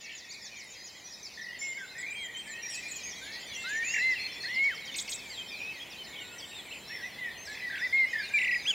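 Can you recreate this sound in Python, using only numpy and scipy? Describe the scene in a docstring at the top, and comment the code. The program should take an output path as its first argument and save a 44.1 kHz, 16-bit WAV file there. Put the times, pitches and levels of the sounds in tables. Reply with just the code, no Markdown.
"""Dawn chorus by a canal. From the start far birds blur together among trees, over rumble and hiss that rise slowly.
Small birds repeat hooked syllables, then slurs, amid mellow, thin and warbled notes: all are gliding tones.
From 1.6 s a blackbird flutes in scooped notes; from 2 s a robin throws thin arched figures.
About 5 s the robin sings with two voices at once; the blackbird returns near 8 s and ends in a reedy squeak.
The near voices are also heard as scatter from twigs and trees, made by convolution with decaying noise."""
import sys
import numpy as np
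from scipy import signal
from scipy.fft import rfft, irfft, next_fast_len
from scipy.io import wavfile
from scipy.ndimage import uniform_filter1d, map_coordinates

SR = 44100
rng = np.random.default_rng(int(sys.argv[2]) if len(sys.argv) > 2 else 0)


def transcribe(signal):
    """Save signal, clipped to [-1, 1], as a 16-bit WAV file at the path in sys.argv[1]."""
    frames = np.atleast_2d(signal).T
    limited = np.clip(frames, -1, 1)
    pcm = np.round(limited * 32767).astype(np.int16)
    wavfile.write(sys.argv[1], SR, pcm)


N = 385434

# Levels of the singers are those before the gains in scene().
# Blackbird notes, scooping up to a crest and dropping away: t/s, rise/s, fall/s, start f/Hz, crest f/Hz,
# end f/Hz, lateness of the drop (a power), level at the crest/dB
BLACKBIRD_NOTES = [(1.612, 0.01, 0.12, 2220, 2182, 2100, 1.14, -38),
                   (1.74, .04, 0.064, 1986, 2194, 1500, 0.79, -41),
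                   (3.635, .185, 0.017, 1300, 1835, 1870, 2, -33),
                   (3.988, 0.08, .083, 1830, 2087, 1886, 2.47, -28),
                   (4.452, .1, 0.012, 1483, 2053, 2070, 2, -36.5),
                   (4.556, .122, .085, 2050, 2230, 953, 1.1, -27),
                   (7.81, 0.043, 0.025, 1650, 2020, 1840, 2, -30),
                   (7.925, 0.026, 0.11, 2058, 2147, 2000, 2.74, -24.5),
                   (8.335, .02, 0.042, 2326, 2397, 2124, 1.45, -25)]
SCOOP_POWER = 2.2  # how early a scoop levels off
EFFORT_DB_PER_OCTAVE = 31.5  # the voice weakens below the crest
BLACKBIRD_EDGE_S = 0.01  # attack and release

# Reedy squeak that ends the blackbird's song: t/s, fundamental f/Hz, level/dB
SQUEAK_TRACK = [(8.65, 1070, -62), (8.656, 1182, -35.5), (8.668, 1476, -34), (8.68, 1656, -28),
                (8.695, 1684, -26), (8.712, 1545, -26), (8.724, 1380, -44), (8.738, 1282, -37)]
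# Harmonics of the squeak: multiple of the fundamental, relative level/dB
SQUEAK_PARTIALS = [(1, -24), (2, -0.5), (3, -22), (4, -21), (5, -29.5), (6, -35)]

# Robin figures, swinging in flat-topped arches: t/s, length/s, first arch/s, foot f/Hz, top f/Hz,
# final quiver/Hz, quiver rate/Hz, level at the foot/dB, level at the top/dB
ROBIN_FIGURES = [(1.979, 0.048, 0.05, 6600, 7800, 2, 80, -45, -46.5),
                 (2.102, 0.17, 0.17, 7000, 8450, 0, 80, -45, -59.5),
                 (2.364, 0.18, 0.17, 7100, 8400, 0, 80, -46, -59),
                 (2.696, 0.11, 0.054, 6750, 8260, 0, 80, -42, -50),
                 (2.693, 0.075, .075, 9200, 10900, 0, 80, -52, -60),
                 (2.881, 0.11, 0.039, 6780, 8200, 450, 135, -37.5, -52.5),
                 (4.955, 0.076, .038, 3680, 8350, 801, 88, -35.5, -40),
                 (5.089, 0.0775, .038, 3910, 8300, 800, 87, -38.5, -40)]
ARCH_FLATNESS, ARCH_SLOWING = 1.6, 0.87  # squareness; power of time
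ARCH_SINK = 0.056  # share of the top pitch lost from arch to arch
# Onsets at which the other side of the robin's syrinx joins in: t/s
TWO_VOICED_ONSETS = [4.941, 5.077]
# Notes of that other side: t from onset/s, length/s, middle f/Hz, scoop as share of pitch, level/dB
UNDERSONG = [(0, 0.0217, 2163, 0.585, -41), (0.027, 0.014, 6460, 0.12, -44), (0.041, .023, 3200, .32, -40)]

# Mellow notes of thrush-sized birds: t/s, length/s, middle f/Hz, glide/Hz, level/dB
FLUTE_NOTES = [(.495, 0.19, 2270, -500, -55.5), (.88, 0.13, 3150, 5, -64), (1.771, 0.09, 1573, -190, -49.5),
               (1.947, 0.12, 1963, 282, -46.5), (2.022, 0.039, 2185, -39, -43),
               (2.16, 0.097, 2230, -500, -45.5), (2.151, .13, 3224, 6, -46.5),
               (2.345, 0.083, 3160, 103, -43.5), (2.465, 0.15, 1843, 190, -49.5),
               (2.63, .036, 2384, -80, -46.5), (2.716, 0.087, 2557, 243, -48.5),
               (2.82, 0.062, 2427, 7, -46), (3.21, 0.19, 1785, 480, -53), (3.51, 0.068, 3350, -350, -47.5),
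               (3.551, 0.12, 2725, -160, -49.5), (3.559, 0.14, 2113, 3, -49.5),
               (3.819, 0.1, 2550, 614, -40), (3.916, 0.099, 2757, -260, -40), (4.155, .03, 2700, -350, -42),
               (4.35, .045, 3470, 147, -50.5), (4.435, 0.026, 1923, 320, -40.5),
               (4.7, 0.06, 3115, 160, -48.5), (4.875, .035, 3100, -390, -45.5),
               (4.915, 0.042, 3590, 52, -47), (5.255, 0.091, 2194, -480, -52),
               (5.371, 0.055, 3200, -220, -43.5), (5.485, .024, 3660, 0, -49),
               (5.598, .125, 2537, 256, -43.5), (5.706, .1, 2114, -550, -53.5),
               (5.795, 0.048, 3280, 248, -46.5), (5.98, .056, 3095, -190, -47.5),
               (6.1, 0.15, 2243, -2, -52), (6.2, 0.17, 1466, -100, -61.5),
               (6.422, 0.032, 3200, -550, -48.5), (6.548, 0.067, 3570, -500, -48),
               (6.891, 0.072, 1940, 507, -47), (7.022, 0.052, 1980, 214, -42), (7.18, .12, 1958, -300, -42),
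               (7.469, 0.07, 1705, 120, -46.5), (7.614, 0.077, 1985, -110, -41.5),
               (8.196, .12, 2430, 61, -50.5), (8.3, 0.09, 1696, 224, -49)]
# Thin notes of small birds: t/s, length/s, middle f/Hz, glide/Hz, level/dB
WHISTLE_NOTES = [(.3, 0.032, 4610, 750, -47.5), (.333, .02, 9800, 2400, -66), (.633, .02, 9800, 2400, -64),
                 (.767, .12, 4980, 143, -54), (1.037, 0.098, 5800, -450, -52.5),
                 (1.121, 0.032, 5100, 600, -48.5), (1.59, .08, 5370, -130, -51),
                 (1.597, 0.065, 6060, -460, -53), (1.585, 0.15, 7270, 77, -47),
                 (1.888, 0.061, 4110, 104, -55.5), (1.96, 0.07, 5030, -200, -57.5),
                 (2.621, 0.13, 5630, -410, -44), (2.733, 0.028, 4860, -700, -45.5),
                 (3.03, 0.058, 6530, 450, -45.5), (3.09, .046, 5900, -1150, -46),
                 (3.546, 0.025, 5900, -250, -46.5), (3.64, 0.046, 4000, 450, -45.5),
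                 (3.762, 0.026, 5920, -360, -48.5), (3.844, 0.048, 7080, 0, -41.5),
                 (3.88, 0.14, 7330, 153, -49.5), (3.881, 0.086, 5260, 1790, -49),
                 (4.01, 0.1, 4115, 0, -45.5), (4.18, .05, 5450, 1700, -55), (4.186, 0.09, 4274, 35, -42.5),
                 (4.315, 0.044, 5450, 130, -50.5), (4.4, 0.081, 4320, -140, -41.5),
                 (5.282, 0.13, 7470, -290, -56.5), (5.58, 0.087, 5670, 400, -59.5),
                 (6.063, 0.068, 7150, -300, -59), (6.203, 0.15, 7500, 97, -59),
                 (6.448, .14, 7520, -170, -59), (6.682, 0.14, 7270, -320, -60.5),
                 (6.875, 0.11, 5480, -180, -49), (7.01, .1, 5870, -350, -61.5),
                 (7.371, .08, 6280, 252, -52.5), (8.324, .063, 7350, -650, -54.5),
                 (8.33, 0.13, 8750, -800, -64.5), (8.51, 0.099, 4980, -220, -46),
                 (8.676, 0.07, 6900, 358, -49.5)]
# Warbled notes: t/s, length/s, base f/Hz, glide/Hz, level/dB, upward swing/Hz, swing rate/Hz,
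# pulsing either side of the level/dB
TRILL_NOTES = [(.048, .12, 1800, 0, -54, 900, 59, 2), (.09, .07, 2650, -300, -50, 600, 70, 4),
               (1.371, .19, 1830, 165, -47.5, 190, 46, 7), (2.06, .1, 2360, 120, -42, 120, 50, 4),
               (2.735, .055, 7300, 600, -50, 1100, 130, 4), (3.318, .049, 4100, 0, -45, 1600, 75, 0),
               (3.557, .09, 7140, 280, -52, 1020, 36, -3), (3.683, .11, 7000, -200, -49.5, 350, 55, -6),
               (3.868, .087, 6635, -30, -41.5, 170, 71, 0), (3.935, .0593, 1715, -165, -35, 750, 45, 8),
               (4.18, .1, 2200, -200, -43, 416, 40, 3), (4.48, .12, 2760, 0, -49, 804, 66, 4),
               (5.504, .12, 2405, 105, -46, 121, 83, 6.5), (6.155, .086, 2900, -400, -46.5, 589, 38, 3.5),
               (6.33, .5, 7650, -600, -64, 900, 17, 3), (7.45, .11, 7350, -500, -59, 700, 28, 2),
               (6.706, .062, 2510, -280, -44, 513, 26, 1), (6.949, .075, 1715, -270, -47.5, 650, 59, 5),
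               (7.539, .095, 1700, 0, -54, 998, 37, 14), (7.695, .063, 1590, -60, -39, 444, 29, 1),
               (7.746, .064, 1490, -65, -42, 1446, 42, 4), (8.128, .042, 1785, -125, -34, 130, 42, 6),
               (8.174, .052, 1680, -200, -35.5, 90, 47, 3.5), (8.376, .094, 1985, -70, -29.5, 800, 34.5, 1),
               (8.465, .106, 1935, -30, -29.5, 820, 30.5, -1)]

# One small bird repeats a hooked syllable at a steady pace.
HOOK_START_S, HOOK_PERIOD_S, HOOK_LENGTH_S = 0.011, 0.138, 0.073
HOOK_TOP_HZ, HOOK_END_HZ, HOOK_CREST_S, HOOK_FALL_S = 6960, 3480, 0.01, 0.042
HOOK_DB, HOOK_FADE_DB = -52, 6  # down to the middle of the fall; lost towards the end
# Falling slurs: t/s, length/s, start f/Hz, level/dB
SLUR_NOTES = [(0.414, 0.072, 5560, -52.5), (1.229, 0.049, 6330, -45.5), (1.336, .036, 5930, -56),
              (1.411, 0.055, 6130, -48.5), (1.484, 0.032, 5900, -57), (3.983, 0.032, 5900, -52),
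              (4.066, .036, 5900, -59), (4.11, .036, 5840, -48), (4.42, .036, 5930, -53),
              (4.533, 0.047, 5880, -50), (4.639, .036, 5840, -50.5), (4.747, 0.038, 5900, -51.5),
              (4.851, .036, 5960, -50), (5.177, 0.032, 5900, -51), (5.297, .088, 4930, -47),
              (5.476, 0.12, 5550, -52.5), (5.903, 0.033, 5900, -54), (6.037, 0.032, 5800, -55.5),
              (6.382, 0.034, 6180, -48.5), (7.453, 0.036, 6000, -50.5), (7.527, 0.038, 5950, -53.5),
              (8.185, 0.11, 5120, -47)]
SLUR_OCTAVES = 0.53  # every slur falls this far

# Reverberation of the trees before the factor "reach": f/Hz, decay time t60/s
TREE_DECAY = [(1500, 1.75), (4000, 0.76), (8000, 0.79)]
# Far chorus, before register trims: t/s, mellow level/dB, middle level/dB, twittering level/dB, thin level/dB
CHORUS_LEVELS = [(0.0, -47, -56.5, -58, -61), (1.17, -55, -56.5, -58, -56.5), (1.68, -52, -54, -57, -64),
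                 (2.29, -46, -56, -64, -61.5), (2.94, -44.5, -51, -52.5, -54),
                 (3.6, -47.5, -47.5, -53, -54.5), (3.92, -39.5, -51.5, -56, -57),
                 (4.18, -43.5, -49.5, -52.5, -58.5), (5.33, -49, -52, -59.5, -59),
                 (7.45, -49, -51.5, -61, -71.5), (7.81, -45, -49.5, -49.5, -63.5),
                 (8.74, -46, -52.5, -62, -52.5)]
# Very high far calls: t/s, level/dB
HIGHEST_LEVEL = [(0, -90), (2, -75), (3.2, -66), (4.3, -71), (5.5, -92), (7.4, -83), (8.3, -67)]

# Far rumble, before a small trim: t/s, level/dB
RUMBLE_LEVEL = [(0.0, -60.5), (3.48, -54), (8.74, -53.5)]
# Microphone hiss, before a trim: t/s, level/dB
HISS_LEVEL = [(0.0, -74), (3.72, -67), (8.74, -66.5)]
# Spectral shape of the rumble: f/Hz, relative level per Hz/dB
RUMBLE_SPECTRUM = [(12, -52), (30, -19), (45, -4), (60, 1), (85, -0.5), (160, 1.5), (450, 1), (950, -1.5),
                   (1300, -7.5), (2000, -3), (9000, -75)]
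# Spectral shape of the hiss: f/Hz, relative level per Hz/dB
HISS_SPECTRUM = [(20, -7), (1500, -75), (3000, -29), (6000, 10.5), (10000, 9), (16000, 8)]
TOP_HZ = 15800  # band limit


def amp(db):
    """Decibel law: a level difference becomes an amplitude ratio."""
    return 10 ** (np.asarray(db) / 20)


def unit(x):
    """Normalisation by mean power, giving rms 1."""
    return x / np.sqrt(np.mean(x ** 2) + 1e-20)


def along(points, hz):
    """Interpolation of (f/Hz, value) points on a logarithmic frequency axis."""
    f, v = np.transpose(points)
    return np.interp(np.log(hz + 1), np.log(f + 1), v)


def curves(rows):
    """Linear interpolation in time: one value per sample for each column after t/s."""
    s, *columns = np.transpose(rows)
    t = np.arange(N) / SR
    return [np.interp(t, np.sort(s), column) for column in columns]


def wobble(rate, size=N):
    """Slow random fluctuation: a smooth curve through random knots, rate knots a second."""
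    knots = rng.standard_normal(int(size * rate / SR) + 4)
    return map_coordinates(knots, [np.arange(size) * rate / SR])


def filtered(x, response):
    """Linear filtering: the spectrum is multiplied by a response of frequency."""
    m = next_fast_len(N + 8192)
    return irfft(rfft(x, m) * response(np.fft.rfftfreq(m, 1 / SR)), m)[..., :N]


def noise(spectrum, side_db):
    """Coloured noise of rms 1; an independent side signal decorrelates the two channels."""
    mid, side = filtered(rng.standard_normal((2, N)), lambda hz: amp(along(spectrum, hz)))
    side = amp(side_db) * side
    return unit(np.array([mid + side, mid - side]))


def add(track, s, x):
    """Superposition: x is summed into the track from time s."""
    part = track[max(0, int(s * SR)):][:len(x)]
    part += x[:len(part)]


def syrinx(hz, db, overtone_db=-42):
    """Phase is the integral of frequency: a nearly pure tone whose faint octave weakens as pitch climbs."""
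    phase = 2 * np.pi * np.cumsum(hz) / SR
    octave = amp(overtone_db) * np.sin(2 * phase) / (1 + (hz / 6500) ** 4)
    return np.sqrt(2) * amp(db) * (np.sin(phase) + octave)


def note(hz, db, edge, waver=0.0056, overtone_db=-25):
    """Frequency and amplitude modulation: one slightly unsteady syllable with soft ends."""
    t = np.arange(len(hz)) / SR
    gate = np.sin(np.pi / 2 * np.clip(np.minimum(t, t[-1] - t) / edge, 0, 1))
    unsteady_hz = hz * (1 + waver * wobble(171.3, len(hz)))
    return gate * syrinx(unsteady_hz, db, overtone_db)


def blackbird_song():
    """Vocal effort rises with pitch: each note scoops to its crest and drops, loudest where highest."""
    out = np.zeros(N)
    for s, rise, fall, start, crest, end, lateness, db in BLACKBIRD_NOTES:
        t = np.arange(int((rise + fall) * SR)) / SR
        scoop = np.clip(1 - t / rise, 0, 1) ** SCOOP_POWER
        drop = np.clip((t - rise) / fall, 0, 1) ** lateness
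        hz = crest + (start - crest) * scoop + (end - crest) * drop
        effort_db = EFFORT_DB_PER_OCTAVE * np.log2(hz / crest)
        flutter_db = 0.5 * wobble(70, len(t))
        sound = note(hz, db + effort_db + flutter_db, BLACKBIRD_EDGE_S, waver=0.0065, overtone_db=-33)
        add(out, s, sound)
    return out


def squeak():
    """Harmonic series on a rough, jittering fundamental; the second partial dominates."""
    hz, db = curves(SQUEAK_TRACK)
    hz = hz * (1 + 0.0123 * wobble(400))
    begun = np.arange(N) / SR > SQUEAK_TRACK[0][0]
    return begun * sum(syrinx(k * hz, db + level) for k, level in SQUEAK_PARTIALS)


def robin_song(coupling_db=-17):
    """Two coupled sound sources: one side of the syrinx sings arches, the other scoops; each modulates the other."""
    upper, lower = np.zeros((2, N))
    for s, length, arch, foot, top, quiver, rate, foot_db, top_db in ROBIN_FIGURES:
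        t = np.arange(int(length * SR)) / SR
        turns = (t / arch) ** ARCH_SLOWING
        height = np.tanh(ARCH_FLATNESS * np.sin(np.pi * turns) ** 2) / np.tanh(ARCH_FLATNESS)
        sinking_top = top * (1 - ARCH_SINK * (turns - 0.5))
        growing_quiver = quiver * (t / length) ** 2 * np.cos(2 * np.pi * rate * t)
        hz = foot + (sinking_top - foot) * height + growing_quiver
        db = foot_db + (top_db - foot_db) * height
        # louder is richer
        add(upper, s, note(hz, db, edge=0.01, waver=0.0072, overtone_db=db + 26.5))
    for onset in TWO_VOICED_ONSETS:
        for s, length, pitch, scoop, db in UNDERSONG:
            u = np.linspace(-1, 1, int(length * SR))
            hz = pitch * (1 + scoop * u * u)
            add(lower, onset + s, note(hz, db, edge=0.0028, waver=0.0095, overtone_db=-2))
    power = uniform_filter1d(upper ** 2 + lower ** 2, size=200)
    strength = np.sqrt(np.abs(power) + 1e-8)
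    return upper + lower + amp(coupling_db) * upper * lower / strength


def arcs(rows, bow, swell_db, hump_db, flutter_db):
    """Parabolic frequency glides: notes bow upward in the middle while their level changes a little."""
    out = np.zeros(N)
    for s, length, pitch, glide, db in rows:
        u = np.linspace(-1, 1, int(max(length, 0.01) * SR))
        hz = pitch * (1 - bow * u * u) + glide * u / 2
        shape_db = swell_db * u + hump_db * (1 / 3 - u * u) + flutter_db * wobble(63.4, len(u))
        add(out, s, note(hz, db + shape_db, edge=min(0.012, length / 5)))
    return out


def trills(dryness=0.55, loudest=0.38, pace_drift=0.9):
    """Periodic frequency and level modulation: pitch flicks up each cycle; also returns what feeds the foliage."""
    out, stray = np.zeros((2, N))
    for s, length, pitch, glide, db, swing, rate, pulsing_db in TRILL_NOTES:
        t = np.arange(int(length * SR)) / SR
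        turns = rate * t + pace_drift * t * wobble(14, len(t))  # long warbles lose their pace
        flick = (1 - np.abs(np.cos(np.pi * turns))) ** 1.7
        flick = flick * (1 + 0.197 * wobble(36, len(t)))
        hz = pitch + glide * (t / length - 0.5) + swing * flick
        pulse_db = pulsing_db * np.cos(2 * np.pi * (turns - loudest))
        sound = note(hz, db + pulse_db, edge=0.0077)
        add(out, s, sound)
        # a louder bird is nearer, so less of its sound arrives as echo
        add(stray, s, sound * amp(-dryness * max(0, db + 39.5)))
    return out, stray


def hooks(count):
    """Repetition with random variation: a syllable tips over its crest and falls, again and again."""
    out = np.zeros(N)
    t = np.arange(int(HOOK_LENGTH_S * SR)) / SR
    height = np.exp(-((t - HOOK_CREST_S) / HOOK_FALL_S) ** 2)
    hz = HOOK_END_HZ + (HOOK_TOP_HZ - HOOK_END_HZ) * height
    db = HOOK_DB - HOOK_FADE_DB * np.clip(1 - 2 * height, 0, 1)
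    for k in range(count):
        varied_hz = hz * (1 + 0.021 * rng.standard_normal())
        varied_db = db + 3.3 * wobble(87, len(t))
        add(out, HOOK_START_S + k * HOOK_PERIOD_S, note(varied_hz, varied_db, edge=0.0044))
    return out


def slurs():
    """Exponential frequency glide: quick even falls through the same musical interval."""
    out = np.zeros(N)
    for s, length, start, db in SLUR_NOTES:
        u = np.linspace(0, 1, int(length * SR))
        hz = start * 2 ** (-SLUR_OCTAVES * u)
        add(out, s, note(hz, db + 2 * wobble(80, len(u)), edge=0.0038, waver=0.0085))
    return out


def trees(x, reach=0.97, spread=0.004):
    """Multiple scattering from trunks and foliage: a dense tail whose decay time depends on frequency."""
    # reach scales the decay time (small for nearby twigs); spread is the build-up time in s
    hz, t, z = signal.stft(rng.standard_normal(SR), SR, nperseg=256)
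    t60 = reach * along(TREE_DECAY, hz)[:, None]
    envelope = amp(-60 * t / t60) * (1 - np.exp(-t / spread))
    tail = signal.istft(z * envelope, SR, nperseg=256)[1]
    return signal.fftconvolve(x, tail / np.linalg.norm(tail))[:N]


def flock(low_hz, high_hz, length, bend, direct_db, count):
    """Incoherent superposition: many random bent notes, blurred by bushes and trees, levelled to near rms 1."""
    out = np.zeros(N)
    draws = rng.random((count, 8))
    for k, (when, pitch, life, size, slope, arch, warble, speed) in enumerate(draws):
        u = np.linspace(-1, 1, int(length * (0.396 + life) * SR))
        quiver_hz = 30 + 70 * speed
        quiver = warble ** 3 * np.sin(2 * np.pi * quiver_hz * np.arange(len(u)) / SR)
        contour = (slope - 0.6) * u + (arch - 0.5) * u * u + 0.41 * quiver
        hz = low_hz * (high_hz / low_hz) ** pitch * np.exp(bend * contour)
        start_s = max(0, (k + when - 4) / count * N / SR)
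        add(out, start_s, syrinx(hz, 12 * size) * np.sqrt(1 - u * u))
    out = trees(out) + trees(out, reach=0.12) + amp(direct_db) * out
    power = uniform_filter1d(out ** 2, size=SR // 4)
    return out / np.sqrt(np.abs(power) + 1e-6)


def far_chorus():
    """Sum of frequency bands: four registers of far singers wax and wane under a few very high calls."""
    mellow_db, middle_db, twitter_db, thin_db = curves(CHORUS_LEVELS)
    highest_db, = curves(HIGHEST_LEVEL)
    mellow = amp(mellow_db - 2.5) * flock(1830, 2700, length=0.09, bend=0.1997, direct_db=4, count=250)
    middle = amp(middle_db) * flock(2850, 4250, length=0.055, bend=0.24, direct_db=4.5, count=440)
    twitter = amp(twitter_db - 0.5) * flock(4100, 5600, length=0.03, bend=0.238, direct_db=2, count=560)
    thin = amp(thin_db - 1.5) * flock(5750, 7500, length=0.05, bend=0.121, direct_db=3, count=280)
    highest = amp(highest_db) * flock(8200, 10500, length=0.05, bend=0.135, direct_db=10, count=110)
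    return mellow + middle + twitter + thin + highest


def background():
    """Stationary noise under slow gain: far rumble with a wavering hum, and hiss that differs between the ears."""
    rumble_db, = curves(RUMBLE_LEVEL)
    hiss_db, = curves(HISS_LEVEL)
    rumble = amp(rumble_db + 0.12) * noise(RUMBLE_SPECTRUM, side_db=-14.5)
    hum = syrinx(199 + 2.4 * wobble(5), rumble_db - 17 + 4 * wobble(2.076))
    hiss = amp(hiss_db + 8.5) * noise(HISS_SPECTRUM, side_db=-2)
    return rumble + hum + hiss


def scene():
    """Superposition of paths: singers are heard directly, through nearby twigs and by way of the trees."""
    blackbird = blackbird_song() + squeak()
    robin = robin_song()
    flutes = arcs(FLUTE_NOTES, bow=0.0277, swell_db=0.8, hump_db=1, flutter_db=0.43)
    whistles = arcs(WHISTLE_NOTES, bow=0.0201, swell_db=-0.7, hump_db=-0.5, flutter_db=0)
    warbles, stray = trills()
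    series = hooks(count=7) + slurs()

    direct = amp(1) * blackbird + robin + warbles
    direct = direct + amp(3) * flutes + amp(1.5) * whistles + amp(0.8) * series

    to_twigs = amp(-24) * blackbird + amp(-8.5) * robin
    to_twigs = to_twigs + amp(-7) * (stray + flutes + whistles) + amp(-5.5) * series

    to_trees = amp(-15) * blackbird + amp(-14) * robin + amp(-13) * stray
    to_trees = to_trees + amp(-7) * flutes + amp(-3) * whistles + amp(-5) * series

    near = direct + trees(to_twigs, reach=0.12, spread=0.0014) + trees(to_trees)
    return near + far_chorus() + background()


def record(dry):
    """Ideal low-pass filtering: nothing is kept above the band limit."""
    return filtered(dry, lambda hz: hz < TOP_HZ)


dry = scene()
out = record(dry)
transcribe(out)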